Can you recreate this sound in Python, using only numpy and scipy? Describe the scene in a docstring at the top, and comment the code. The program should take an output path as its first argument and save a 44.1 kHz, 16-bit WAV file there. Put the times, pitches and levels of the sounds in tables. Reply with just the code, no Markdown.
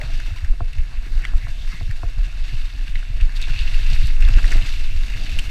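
"""Mountain bike over dry leaves

A mountain bike runs fast over dry leaves, heard by a small camera in a case on the rider's chest.
The case shakes and swings as low noise and slow tones; bumps and frame knocks are fading tones.
Leaves are dense tiny cracks over noise, twigs are quick swings with a noisy tail.
The leaf crush, scuffs and splinters are coloured by the ringing case; a faint rush of air lies behind."""
import sys
import numpy as np
from scipy import signal
from scipy.fft import rfft, irfft
from scipy.io import wavfile
from scipy.ndimage import uniform_filter1d

SR = 44100
rng = np.random.default_rng(int(sys.argv[2]) if len(sys.argv) > 2 else 0)


def put_to_file(sound):
    """Save the sound as 16-bit audio at rate SR, in the file named by the first command-line argument."""
    columns = np.atleast_2d(sound).T  # one column per channel
    safe = np.clip(columns, -1, 1)
    whole_steps = np.round(safe * 32767)
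    wavfile.write(sys.argv[1], SR, whole_steps.astype(np.int16))


N = 242550


def gain_of(db):
    """Turns decibels into a factor on the waveform."""
    return 10 ** (np.asarray(db) / 20)


def evened(x):
    """Scales a sound to an rms of 1."""
    return x / np.sqrt(np.mean(x ** 2) + 1e-20)


def white_noise():
    """Noise with equal power at every frequency."""
    return rng.standard_normal(N)


def read(points, hz):
    """Reads a spectrum in dB between its points, evenly along pitch."""
    point_hz, level_db = np.transpose(points)
    return np.interp(np.log(hz + 1), np.log(point_hz + 1), level_db)


def curves(rows):
    """Draws each column of a table as a line over the whole scene; the first column is time."""
    times, *columns = np.transpose(rows)
    return [np.interp(np.arange(N) / SR, times, column) for column in columns]


def add(mix, start_s, sound):
    """Lays a short sound into the mix, cut off at the end of the scene."""
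    part = mix[round(start_s * SR):][:len(sound)]
    part += sound[:len(part)]


def band_passed(x, low_hz, high_hz):
    """Keeps mostly the sound between two frequencies."""
    return signal.sosfilt(signal.butter(2, [low_hz, high_hz], "band", fs=SR, output="sos"), x)


def low_passed(x, hz):
    """Keeps the sound below a frequency without delaying it."""
    return signal.sosfiltfilt(signal.butter(3, hz, fs=SR, output="sos"), x)


def toned(x, points):
    """Shapes a noise by a spectrum that is silent outside its ends."""
    hz = np.fft.rfftfreq(N, 1 / SR)
    inside = (hz >= points[0][0]) & (hz <= points[-1][0])
    return evened(irfft(rfft(x) * gain_of(read(points, hz)) * inside, N))


def steadied(x, seconds, share):
    """Divides out a share of the slow chance swell of a noise."""
    width = round(seconds * SR)
    power = uniform_filter1d(uniform_filter1d(x ** 2, width), width)
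    floor = 0.0084 * power.mean()  # keeps quiet gaps from being blown up
    return evened(x / (abs(power) + floor) ** (share / 2))


def flutter(hz):
    """Slow chance with rms 1: straight lines between random values, hz values a second."""
    steps = rng.standard_normal(round(N / SR * hz) + 2)
    return evened(np.interp(np.arange(N) / SR * hz, np.arange(len(steps)), steps))


def rise_and_fall(t, rise_s):
    """A swell that peaks at 1 after rise_s seconds and then dies away."""
    return t / rise_s * np.exp(1 - t / rise_s)


def following(change_db, share, average_db):
    """Gain of a layer that takes a share of a change in dB around its level on average ground."""
    return gain_of(average_db + share * change_db)


def jolting():
    """The case swings on its strap; jolts swell and fade as bells, and the strap checks wide swings."""
    # jolts that set the case swinging, before the strap checks them:
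    # (time of the peak [s], level [dB], swing rate [Hz], length between the points at 1/e of the peak [s])
    jolts = [(0.147, -12.5, 21.3, 0.096), (.26, -19.5, 26.7, 0.05), (0.509, -5, 20.8, 0.042),
             (0.649, -17, 24.5, 0.073), (0.802, -10.5, 20.6, .09), (.991, -16.5, 21.7, 0.19),
             (1.154, -8, 21.4, .1), (1.356, -4.5, 23.9, 0.037), (1.529, -14, 26, 0.056),
             (1.68, -12, 20.3, 0.053), (1.865, -14, 21.3, 0.055), (1.955, -14, 19.6, 0.095),
             (2.078, -12.5, 17.4, 0.073), (2.213, -11, 29.8, 0.11), (2.426, -15, 20.9, 0.062),
             (2.605, -14, 19.3, 0.16), (2.817, -16.5, 23.7, 0.092), (2.975, -11, 21.4, 0.097),
             (3.159, -13, 23.7, 0.049), (3.248, -5, 24.2, 0.074), (3.403, -12, 20, 0.12),
             (3.534, -9.5, 19.1, 0.064), (3.609, -8, 20, 0.053), (3.68, -9, 16.5, 0.071),
             (3.761, -6, 24.3, 0.069), (3.899, -9, 18.67, 0.13), (4.007, -6, 18.4, .05),
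             (4.081, -7.5, 18.4, .06), (4.24, -4.5, 25, 0.24), (4.368, -0.5, 24.2, 0.061),
             (4.454, -1.5, 21.1, 0.045), (4.577, -1, 20.2, .08), (4.752, -14.5, 16.8, 0.18),
             (4.851, -9.5, 17, 0.12), (4.98, -10.5, 19.4, 0.16), (5.104, -19, 24.4, 0.051),
             (5.231, -17, 17.2, 0.053), (5.385, -7.5, 16.5, 0.086)]
    strap_limit = 0.85  # widest swing, as a waveform value
    t = np.arange(N) / SR
    peak_s, db, hz, length_s = np.transpose(jolts)
    coarse_t = t[::64]  # the bells are slow, so every 64th sample is enough
    bells = np.exp(-2 * (2 * (coarse_t[:, None] - peak_s) / length_s) ** 2)
    power = (gain_of(2 * db) * bells).sum(axis=1)
    size = np.interp(t, coarse_t, np.sqrt(power))
    wandering_hz = np.interp(t, peak_s, hz) * (1 + 0.082 * flutter(20))
    turns = np.cumsum(wandering_hz) / SR + rng.random()
    swing = size * (np.sin(2 * np.pi * turns) + 0.16 * np.cos(4 * np.pi * turns))
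    return swing / (1 + (swing / strap_limit) ** 4) ** (1 / 4)


def shaking():
    """Noise for the case's sway and wobble, lumpy thudding from rough ground, tyre drone, frame rattle."""
    # the ride over time: (time [s], ground roughness [dB], frame rattle [dB], tyre drone [dB])
    ground = [(0.0, -57, -41, -50), (0.14, -56, -56, -52.5), (0.66, -56, -63, -59.5),
              (1.05, -56, -59.5, -55), (1.32, -51, -57, -51), (1.45, -55.5, -56.5, -55),
              (1.79, -56.5, -61.5, -56), (2.3, -56, -58.5, -57.5), (2.73, -58, -63, -55),
              (3.12, -53, -60.5, -58), (3.65, -50.5, -57.5, -51), (3.97, -46, -57, -52),
              (4.14, -51, -62, -51), (4.33, -49, -51, -47.5), (4.53, -49.5, -47.5, -44.5),
              (4.72, -54, -59, -52), (4.9, -50.5, -61, -52), (5.2, -50, -54.5, -48), (5.5, -48.5, -56, -51)]
    # spectra of the five layers, each: (frequency [Hz], level [dB])
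    sway_tone, wobble_tone, thud_tone = [(4, -40), (8, -6), (13, 4), (20, -3.5), (26, -18.5), (32, -51)], [(16, -25), (22, 10.5), (28, 4), (35, 7),
                                                            (45, -11), (58, -13.5), (70, -39)], [(35, -48), (50, 3.5),
                                                                                (80, -1.5), (125, -6),
                                                                                (160, -15.5), (200, -31)]
    drone_tone, rattle_tone = [(110, -51), (150, -10.5), (190, -4), (280, -2.5), (400, -13.5), (520, -15.5)], [(400, -11.5), (520, -8.5), (620, -0.5), (700, -0.5),
                                                   (780, -5), (1000, -16), (1300, -12)]
    average_ground_db = -55
    ground_db, rattle_db, drone_db = curves(ground)
    rough_db = ground_db - average_ground_db

    # roots and stones jolt the layers together
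    lumps, chatter = flutter(25), flutter(60)
    lumpy_thud = white_noise() * gain_of(2.15 * lumps)
    lumpy_drone = white_noise() * gain_of(0.64 * lumps + 2.0 * chatter)
    lumpy_rattle = white_noise() * gain_of(0.82 * lumps + 2.0 * chatter)

    sway = steadied(toned(white_noise(), sway_tone), 0.15, 0.72)
    wobble = steadied(toned(white_noise(), wobble_tone), 0.01, 1.0)
    thud = steadied(toned(lumpy_thud, thud_tone), 0.17, 0.61)
    drone = steadied(toned(lumpy_drone, drone_tone), 0.058, 0.14)
    rattle = steadied(toned(lumpy_rattle, rattle_tone), 0.39, 0.18)

    mix = following(rough_db, share=0.72, average_db=-27) * sway
    mix += following(rough_db, share=0.5, average_db=-25.5) * wobble
    mix += following(rough_db, share=1, average_db=-41) * thud
    return mix + gain_of(drone_db) * drone + gain_of(rattle_db) * rattle


def bumps():
    """Each bump swells and dies within a few low swings that sag in pitch, with sharper thuds above."""
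    # bumps under the wheels:
    # (start [s], level of the low swing [dB], pitch it sags to [Hz], upper thud against the low swing [dB])
    bump_list = [(0.029, -26, 104, -9), (0.069, -28.5, 71.5, -13), (0.125, -31.5, 93, -5.5),
                 (0.305, -21.5, 66.6, -7), (0.42, -15, 57.4, -21), (0.603, -18.5, 75, -9),
                 (0.741, -36, 70, 1), (0.771, -15, 48.3, -30), (0.775, -31, 64.6, -3.5),
                 (1.134, -28.5, 80, -11), (1.289, -37, 91.6, -3), (1.161, -28, 50, -30),
                 (1.343, -23, 51.7, -30), (1.339, -32, 72.6, -15), (1.434, -23, 81, -19),
                 (1.479, -27.5, 96, -15), (1.729, -33, 103, -1.5), (1.809, -21, 75, -7),
                 (1.886, -17.5, 83.4, -30), (2.031, -21.5, 78, -24), (2.163, -23, 79, -8.5),
                 (2.262, -33.5, 86.8, -3.5), (2.523, -22.5, 93, -9.5), (2.535, -25, 50.6, -34),
                 (2.88, -34, 99, -4), (2.953, -28, 89.4, -20), (3.088, -23.5, 77.7, -7),
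                 (3.203, -18, 49, -33), (3.21, -24, 74.5, -6), (3.489, -24, 87.5, -6),
                 (3.546, -22, 74, -21), (3.601, -17.5, 50.4, -30), (3.71, -28.5, 78.6, -8),
                 (3.812, -26, 75, -4.5), (3.8, -19, 53, -30), (3.916, -18, 49.5, -25),
                 (4.029, -16.5, 49.86, -30), (3.915, -29, 77.3, 3.5), (4.023, -21.5, 80, -3.5),
                 (4.199, -33, 88.83, -6), (4.243, -15, 49.1, -32), (4.338, -15, 47, -30),
                 (4.3, -18, 84.8, -22), (4.371, -23, 71.5, -17), (4.45, -35, 54.9, -19),
                 (4.5, -33, 60.5, -2), (4.545, -31.5, 74, 2.5), (4.581, -36, 55, -8),
                 (4.619, -22, 83.2, -7), (4.906, -26, 89.5, -13), (4.94, -18.5, 52, -26),
                 (5.309, -22, 53, -8), (5.37, -37, 91, -3)]
    rise_turns = 1.08  # the swell peaks after this many turns of the final pitch
    out, t = np.zeros(N), np.arange(8000) / SR
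    for start_s, db, hz, upper_db in bump_list:
        rise_s = rise_turns / hz
        swell = rise_and_fall(t, rise_s)
        # the pitch starts half as high again and sinks to hz
        phase = 2 * np.pi * hz * (t + 0.5 * rise_s * (1 - np.exp(-t / rise_s)))
        low = swell ** 3.53 * np.sin(phase)
        upper = swell ** 1.54 * np.sin(1.427 * phase)
        overtone = 0.26 * swell ** 41.0 * np.sin(2.24 * phase)  # the high power makes it very short
        add(out, start_s, gain_of(db) * (low + gain_of(upper_db) * (upper + overtone)))
    return out


def through_case(x):
    """Colours leaf sound by a broad spectrum with the ringing of the case on top, without pre-echo."""
    # broad spectrum of the leaves: (frequency [Hz], level [dB])
    leaf_tone = [(470, -31), (800, -4), (1240, -0.5), (1690, 5), (2380, -1.5), (2800, 3), (3280, -3.5),
                 (4510, 0), (5100, -5.5), (7930, -7.5), (9300, -15.5), (12900, -16.5), (15000, -23)]
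    # resonances of the case: (frequency [Hz], width [Hz], boost, or cut if negative [dB])
    case_rings = [(1640, 160, 2), (2198, 280, 6), (2642, 320, 8), (3615, 380, 5), (4820, 110, 3),
                  (5610, 210, 4), (7350, 120, -12), (7500, 390, 0)]
    hz = abs(np.fft.fftfreq(8192, 1 / SR))
    db = read(leaf_tone, hz)
    for ring_hz, width_hz, boost_db in case_rings:
        db = db + boost_db / (1 + (2 * (hz - ring_hz) / width_hz) ** 2)
    log_gain = np.log(gain_of(np.maximum(db, -100)))
    # the Hilbert transform gives the phase that makes the filter answer as early as it can
    taps = np.fft.ifft(np.exp(np.conj(signal.hilbert(log_gain)))).real[:2048]
    return signal.oaconvolve(x, taps)[:N]


def crunches(per_s, fade_s):
    """Chance level with rms 1 that jumps up as a leaf gives way and sinks after it."""
    kicks = (rng.random(N) < per_s / SR) * rng.exponential(1, N)
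    fading = signal.lfilter([1], [1, -np.exp(-1 / (fade_s * SR))], kicks)
    level = np.log(0.37 + fading)
    return evened(level - level.mean())


def cracks(base_per_s, spread_db, cycles):
    """Tiny cracks of many pitches, each in its own clumps; the high ones are denser and more alike."""
    out = np.zeros(N)
    for hz in np.geomspace(900, 14000, num=24):
        t = np.arange(round(3 * cycles / hz * SR) + 2) / SR
        grain = np.sin(2 * np.pi * hz * t) * np.exp(-t * hz / cycles * 2)
        density = max(1, hz / 3500) ** 1.5
        struck = rng.random(N) < base_per_s / 24 / SR * density
        pitch_spread_db = spread_db * min(1, (4000 / hz) ** 0.036)
        size = gain_of(pitch_spread_db * np.minimum(rng.exponential(1, struck.sum()), 5))
        hits = np.zeros(N)
        hits[struck] = size * rng.choice([-1, 1], len(size))
        clumps = gain_of(2.2 * min(1, 5000 / hz) * flutter(30))
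        out += hz * signal.oaconvolve(hits * clumps, evened(grain))[:N]
    # flatten the broad spectrum so that a later filter sets the colour
    hz = np.fft.rfftfreq(N, 1 / SR)
    spectrum = rfft(out)
    power = uniform_filter1d(abs(spectrum) ** 2, 3000)
    return evened(irfft(spectrum / np.sqrt(power) * (hz > 400), N))


def leaves():
    """The tyres crush leaves: dense cracks over a noisy rustle, in four ranges that swell apart."""
    # levels under the tyres: (time [s], crushed leaves 2.3-3.2 kHz [dB], heavy litter below that [dB],
    # brittle leaves 3.2-5 kHz [dB], fizz above that [dB])
    tyres = [(0.0, -56, -45, -50.5, -57), (0.17, -52.5, -50, -47, -55.5), (0.29, -52, -48, -50, -55),
             (0.5, -62, -52, -56, -61.5), (0.67, -61.5, -55, -58, -62), (0.98, -61, -50, -54, -60.5),
             (1.12, -65, -50, -54.5, -57.5), (1.3, -68, -47, -52, -59), (1.45, -59, -53.5, -54.5, -57.5),
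             (1.71, -61, -49.5, -50, -55.5), (1.85, -58, -53.5, -50, -57.5), (2.02, -63, -51, -54, -58.5),
             (2.2, -54.5, -51, -54.5, -58.5), (2.51, -52, -50, -48, -57), (2.75, -56.5, -51, -52.5, -59),
             (3.12, -51.5, -53, -54, -59.5), (3.28, -58, -48.5, -53, -59), (3.35, -52, -45.5, -56, -56),
             (3.41, -44, -48, -48, -53.5), (3.57, -45, -46, -43, -53.5), (3.74, -45, -44, -43.5, -51.5),
             (3.91, -43, -46.5, -43.5, -50), (4.06, -45, -47, -48.5, -52.5), (4.17, -52, -46, -52.5, -54),
             (4.27, -72, -42, -44, -53), (4.44, -44, -44.5, -44, -50.5), (4.58, -48, -40.5, -44, -48.5),
             (4.73, -49, -47, -43, -51.5), (4.9, -44.5, -51, -50.5, -53.5), (5.13, -57, -48, -47.5, -53),
             (5.27, -42, -48.5, -44, -51.5), (5.5, -48, -48, -52, -51.5)]
    body_db, heavy_db, brittle_db, fizz_db = curves(tyres)
    clumps = gain_of(0.2 * flutter(24.6) + 1.78 * crunches(per_s=45, fade_s=0.014))
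    rustle = 0.66 * cracks(base_per_s=2600, spread_db=2.0, cycles=4.8) + 0.59 * white_noise()
    crush = through_case(clumps * rustle)
    # differences between low-passed copies give the ranges
    below_2300, below_3200, below_5000 = (low_passed(crush, hz) for hz in (2300, 3200, 5000))
    heavy = steadied(below_2300, 0.13, 0.38)
    body = steadied(below_3200 - below_2300, 0.028, 0.52)
    brittle = steadied(below_5000 - below_3200, 0.074, 0.31)
    fizz = steadied(crush - below_5000, 0.056, 0.4)
    lower = gain_of(heavy_db) * heavy + gain_of(body_db) * body
    return lower + gain_of(brittle_db) * brittle + gain_of(fizz_db) * fizz


def scuffs():
    """Short swells of coarse crackle around one pitch, quick to rise, heard through the case."""
    # coarse scuffs through heaps of litter:
    # (start [s], level before the swell shapes it [dB], middle pitch [Hz], length [s])
    scuff_list = [(0.178, -46.5, 1840, 0.063), (0.724, -46, 2740, 0.024), (0.779, -44, 2120, 0.035),
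                  (0.917, -55, 2720, 0.16), (1.082, -54, 4230, 0.16), (1.208, -43, 2080, 0.069),
                  (1.27, -47, 1350, 0.058), (1.307, -54, 920, 0.037), (1.715, -42, 1200, 0.034),
                  (1.385, -44.5, 2070, 0.13), (1.498, -49, 3400, 0.22), (1.618, -58, 4850, 0.17),
                  (1.672, -44, 2010, 0.16), (1.89, -45.5, 1840, 0.053), (2.867, -40.5, 2209, 0.024),
                  (3.201, -37.5, 2500, 0.023), (3.293, -53, 1700, 0.019), (3.35, -41, 3870, 0.041),
                  (3.407, -38, 3660, 0.063), (3.42, -47, 6300, 0.027), (3.474, -43.5, 1170, 0.043),
                  (3.565, -35, 3077, 0.076), (3.664, -37.5, 2700, 0.032), (4.026, -39, 4020, 0.074),
                  (4.045, -49, 9516, 0.038), (0.911, -50.5, 1020, 0.038), (5.076, -42, 2296, 0.04),
                  (4.217, -38, 2300, 0.069), (4.272, -36.5, 1200, 0.026), (4.323, -39, 1760, 0.032),
                  (4.327, -38, 4240, 0.022), (4.34, -39.5, 2670, 0.071), (4.38, -32, 1353, 0.024),
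                  (4.506, -33.5, 1940, 0.032), (4.562, -40, 1920, 0.04), (4.508, -39.5, 5940, 0.028),
                  (4.539, -39, 4400, 0.023), (4.607, -37, 2890, 0.033), (5.119, -38, 2280, 0.052),
                  (5.492, -36, 2995, 0.024)]
    out = np.zeros(N)
    coarse = through_case(cracks(base_per_s=1500, spread_db=2.5, cycles=1.8))
    for start_s, db, hz, length_s in scuff_list:
        spread = 1 + 0.32 * (0.043 / length_s) ** 0.72  # long brushes keep to a narrower range
        piece = coarse[round(start_s * SR):][:round(length_s * SR)]
        crackle = evened(band_passed(piece, hz / spread, hz * spread))
        swell = np.sin(np.pi * np.linspace(0, 1, len(crackle)) ** 0.8) ** 0.61
        add(out, start_s, gain_of(db) * crackle * swell)
    return out


def snaps():
    """Quick swings near the twig's pitch, a rough tail, and bright splinters that ring the case."""
    # twigs and stiff leaves that snap:
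    # (start [s], overall gain [dB], pitch [Hz], splinters against the overall gain [dB])
    snap_list = [(0.0138, -17.5, 2010, -20), (0.033, -26, 2670, -24), (0.175, -32, 4600, -16),
                 (0.201, -23.5, 1600, -16), (0.385, -26, 2000, -21), (0.4462, -24, 1790, -17.5),
                 (0.674, -41, 2640, -20), (0.7317, -32, 2650, -11), (0.784, -26.5, 2090, -16.5),
                 (0.8345, -33, 2150, -14), (0.9398, -37, 2690, -21), (1.221, -27, 1760, -19),
                 (1.2424, -18.5, 1800, -31), (1.2435, -25, 2800, -24), (1.251, -10, 2020, -30),
                 (1.2517, -25, 3100, -20), (1.2684, -31, 2100, -14), (1.2812, -30, 2900, -18),
                 (1.7296, -28, 2080, -36), (1.8771, -36, 1710, -18), (1.911, -22.5, 1760, -16),
                 (2.2408, -33, 2700, -21), (2.8402, -31, 2620, -20), (2.879, -25, 2700, -18),
                 (2.9513, -31, 1920, -30), (2.9555, -15, 2080, -42), (2.955, -26, 2640, -30),
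                 (2.975, -31, 2840, -29), (3.0285, -25, 1500, -33), (3.0809, -34, 2730, -22),
                 (3.211, -20.5, 2610, -20), (3.252, -37, 4300, -15), (3.2933, -23.5, 1700, -23),
                 (3.321, -34, 4400, -14), (3.3528, -31, 3700, -15), (3.364, -30, 3900, -6.5),
                 (3.373, -26, 3630, -13), (3.416, -33, 1620, 1.5), (3.425, -15, 3730, -29),
                 (3.438, -17.5, 2560, -33), (3.484, -25, 1720, -29), (3.495, -29, 4500, -12),
                 (3.506, -23, 2630, -23), (3.5352, -23, 2630, -24), (3.5523, -24, 2710, -17),
                 (3.561, -16.5, 2567, -33), (3.5899, -15, 2660, -39), (3.5899, -19, 4390, -35),
                 (3.604, -25, 3620, -19), (3.6095, -30, 4800, -14), (3.625, -26, 2700, -22),
                 (3.677, -19, 2750, -38), (3.7134, -26, 2720, -22), (3.7436, -21, 2748, -22),
                 (3.7945, -27, 2790, -19), (3.9997, -29, 2690, -22), (4.0304, -31, 3950, -16),
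                 (4.071, -32, 4986, -3), (4.206, -34, 5200, -8), (4.2237, -17.5, 2640, -19),
                 (4.249, -20.5, 3520, -27), (4.2864, -18.5, 2670, -17), (4.2935, -27, 1300, -26),
                 (4.3283, -31, 2970, -20), (4.339, -18.5, 2800, -25), (4.3842, -17.5, 2580, -21),
                 (4.391, -28, 1390, -26), (4.397, -27, 2100, -22), (4.405, -30, 2700, -24),
                 (4.431, -25, 2609, -21), (4.4309, -27, 4300, -22), (4.4432, -13.5, 1830, -24),
                 (4.456, -25, 2787, -12), (4.466, -22, 3840, -16), (4.479, -26, 4000, -12),
                 (4.493, -23, 2710, -24), (4.507, -26, 2893, -8), (4.518, -16.5, 1770, -22),
                 (4.518, -23.5, 6000, -14), (4.524, -16, 2150, -37), (4.5265, -21, 1510, -30),
                 (4.534, -24, 2600, -20), (4.547, -32, 2700, -18), (4.554, -31, 2600, -14),
                 (4.588, -26, 1703, -22), (4.568, -25, 3670, -15), (4.6232, -19, 2940, -23),
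                 (4.631, -38, 4800, -12), (4.664, -27, 3700, -25), (4.6853, -23.5, 2090, -20),
                 (4.7707, -42, 2740, -20), (4.8759, -25, 2520, -22), (5.0085, -30, 2851, -22),
                 (5.082, -25, 2700, -26), (5.1019, -24.5, 2020, -22), (5.137, -22, 2500, -27),
                 (5.1753, -25, 2100, -24), (5.237, -30, 4510, -10), (5.247, -37, 4500, -6),
                 (5.2628, -20.5, 1990, -28), (5.295, -24, 2486, -13), (5.315, -30, 2700, -18),
                 (5.3403, -29, 2648, -24), (5.3882, -8.5, 2800, -20), (5.3908, -22, 3000, -23),
                 (5.3927, -16, 3009, -16)]
    swing_s, ring_s = 0.001, 0.004  # peak of the first swell, fade of the ringing to 1/e
    tail_t60_s, spit_t60_s = 0.067, 0.02  # times to fade by 60 dB
    out, t = np.zeros(N), np.arange(3000) / SR
    noise = rng.standard_normal((len(snap_list), 2, len(t)))
    splinters = band_passed(through_case(white_noise()), 4200, 13000)
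    onset = 1 - np.exp(-t / swing_s)
    swell = rise_and_fall(t, swing_s) ** 2 + 0.24 * onset * np.exp(-t / ring_s)
    for (start_s, db, hz, treble_db), (tear, puff) in zip(snap_list, noise):
        wood = evened(band_passed(tear, 0.7 * hz, 1.45 * hz))
        swing = swell * (0.44 * np.sin(2 * np.pi * hz * t) + 0.087 * wood)
        tail = 0.053 * wood * onset * gain_of(-60 * t / tail_t60_s)
        ringing = evened(splinters[round(start_s * SR):][:len(t)])
        spit = evened(ringing + 0.12 * np.diff(puff, prepend=0))  # differences brighten the noise
        bright = gain_of(treble_db - 60 * t / spit_t60_s) * spit
        add(out, start_s, gain_of(db) * (swing + tail + bright))
    return out


def knocks():
    """Each blow rings the frame's tones; harder blows favour the upper ones, which arrive first."""
    # knocks of the frame: (time [s], overall gain [dB], hardness as tilt around 700 Hz [dB per octave])
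    blows = [(0.303, -48, 3), (0.533, -45.5, -6), (0.604, -29, 0), (1.061, -57.5, -18.5),
             (1.334, -41.5, 1.5), (1.467, -45.5, 10.5), (1.808, -39, -4.5), (2.031, -30.5, -1),
             (2.184, -46.5, 0), (2.529, -50, -12), (3.474, -43, -4), (3.923, -45, 0), (4.289, -42, -10.5),
             (4.369, -46, -14.5), (4.514, -48, -15), (4.552, -45, -14.5)]
    # tones of the frame: (frequency [Hz], level [dB], time to fade by 60 dB [s])
    frame = [(298, 4, 0.026), (419, -5, 0.035), (481, -15.5, 0.26), (691, 1.5, 0.067), (930, -9, 0.0075),
             (1100, 7.5, 0.015), (1350, 5, 0.017), (1780, -8, 0.014)]
    out, t = np.zeros(N), np.arange(12000) / SR
    for start_s, db, tilt_db in blows:
        for hz, level_db, t60_s in frame:
            hardness_db = tilt_db * np.log2(hz / 700)
            fade = gain_of(db + level_db + hardness_db - 60 * t / t60_s)
            onset = 1 - np.exp(-t * hz / 0.28)
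            delay_s = 0.98 / hz  # about one turn of the tone
            add(out, start_s + delay_s, fade * onset * np.sin(2 * np.pi * hz * t))
    return out


def rush_of_air():
    """A faint steady hiss of moving air: noise shaped by a fixed spectrum."""
    # spectrum of the air: (frequency [Hz], level [dB])
    air_tone = [(3000, -26), (6000, -2), (10000, 9), (15500, -45)]
    air_db = -72
    return gain_of(air_db) * toned(white_noise(), air_tone)


def scene():
    """Adds up all the sources in one channel."""
    low = jolting() + shaking() + bumps()
    crisp = leaves() + scuffs() + snaps()
    return (low + crisp + knocks() + rush_of_air())[None]


def record(dry):
    """Removes the treble above a sharp upper limit."""
    edge_hz = 15120
    taps = signal.firwin(1023, edge_hz, window=("kaiser", 9), fs=SR)
    return signal.oaconvolve(dry, taps[None], "same")


dry = scene()
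out = record(dry)
put_to_file(out)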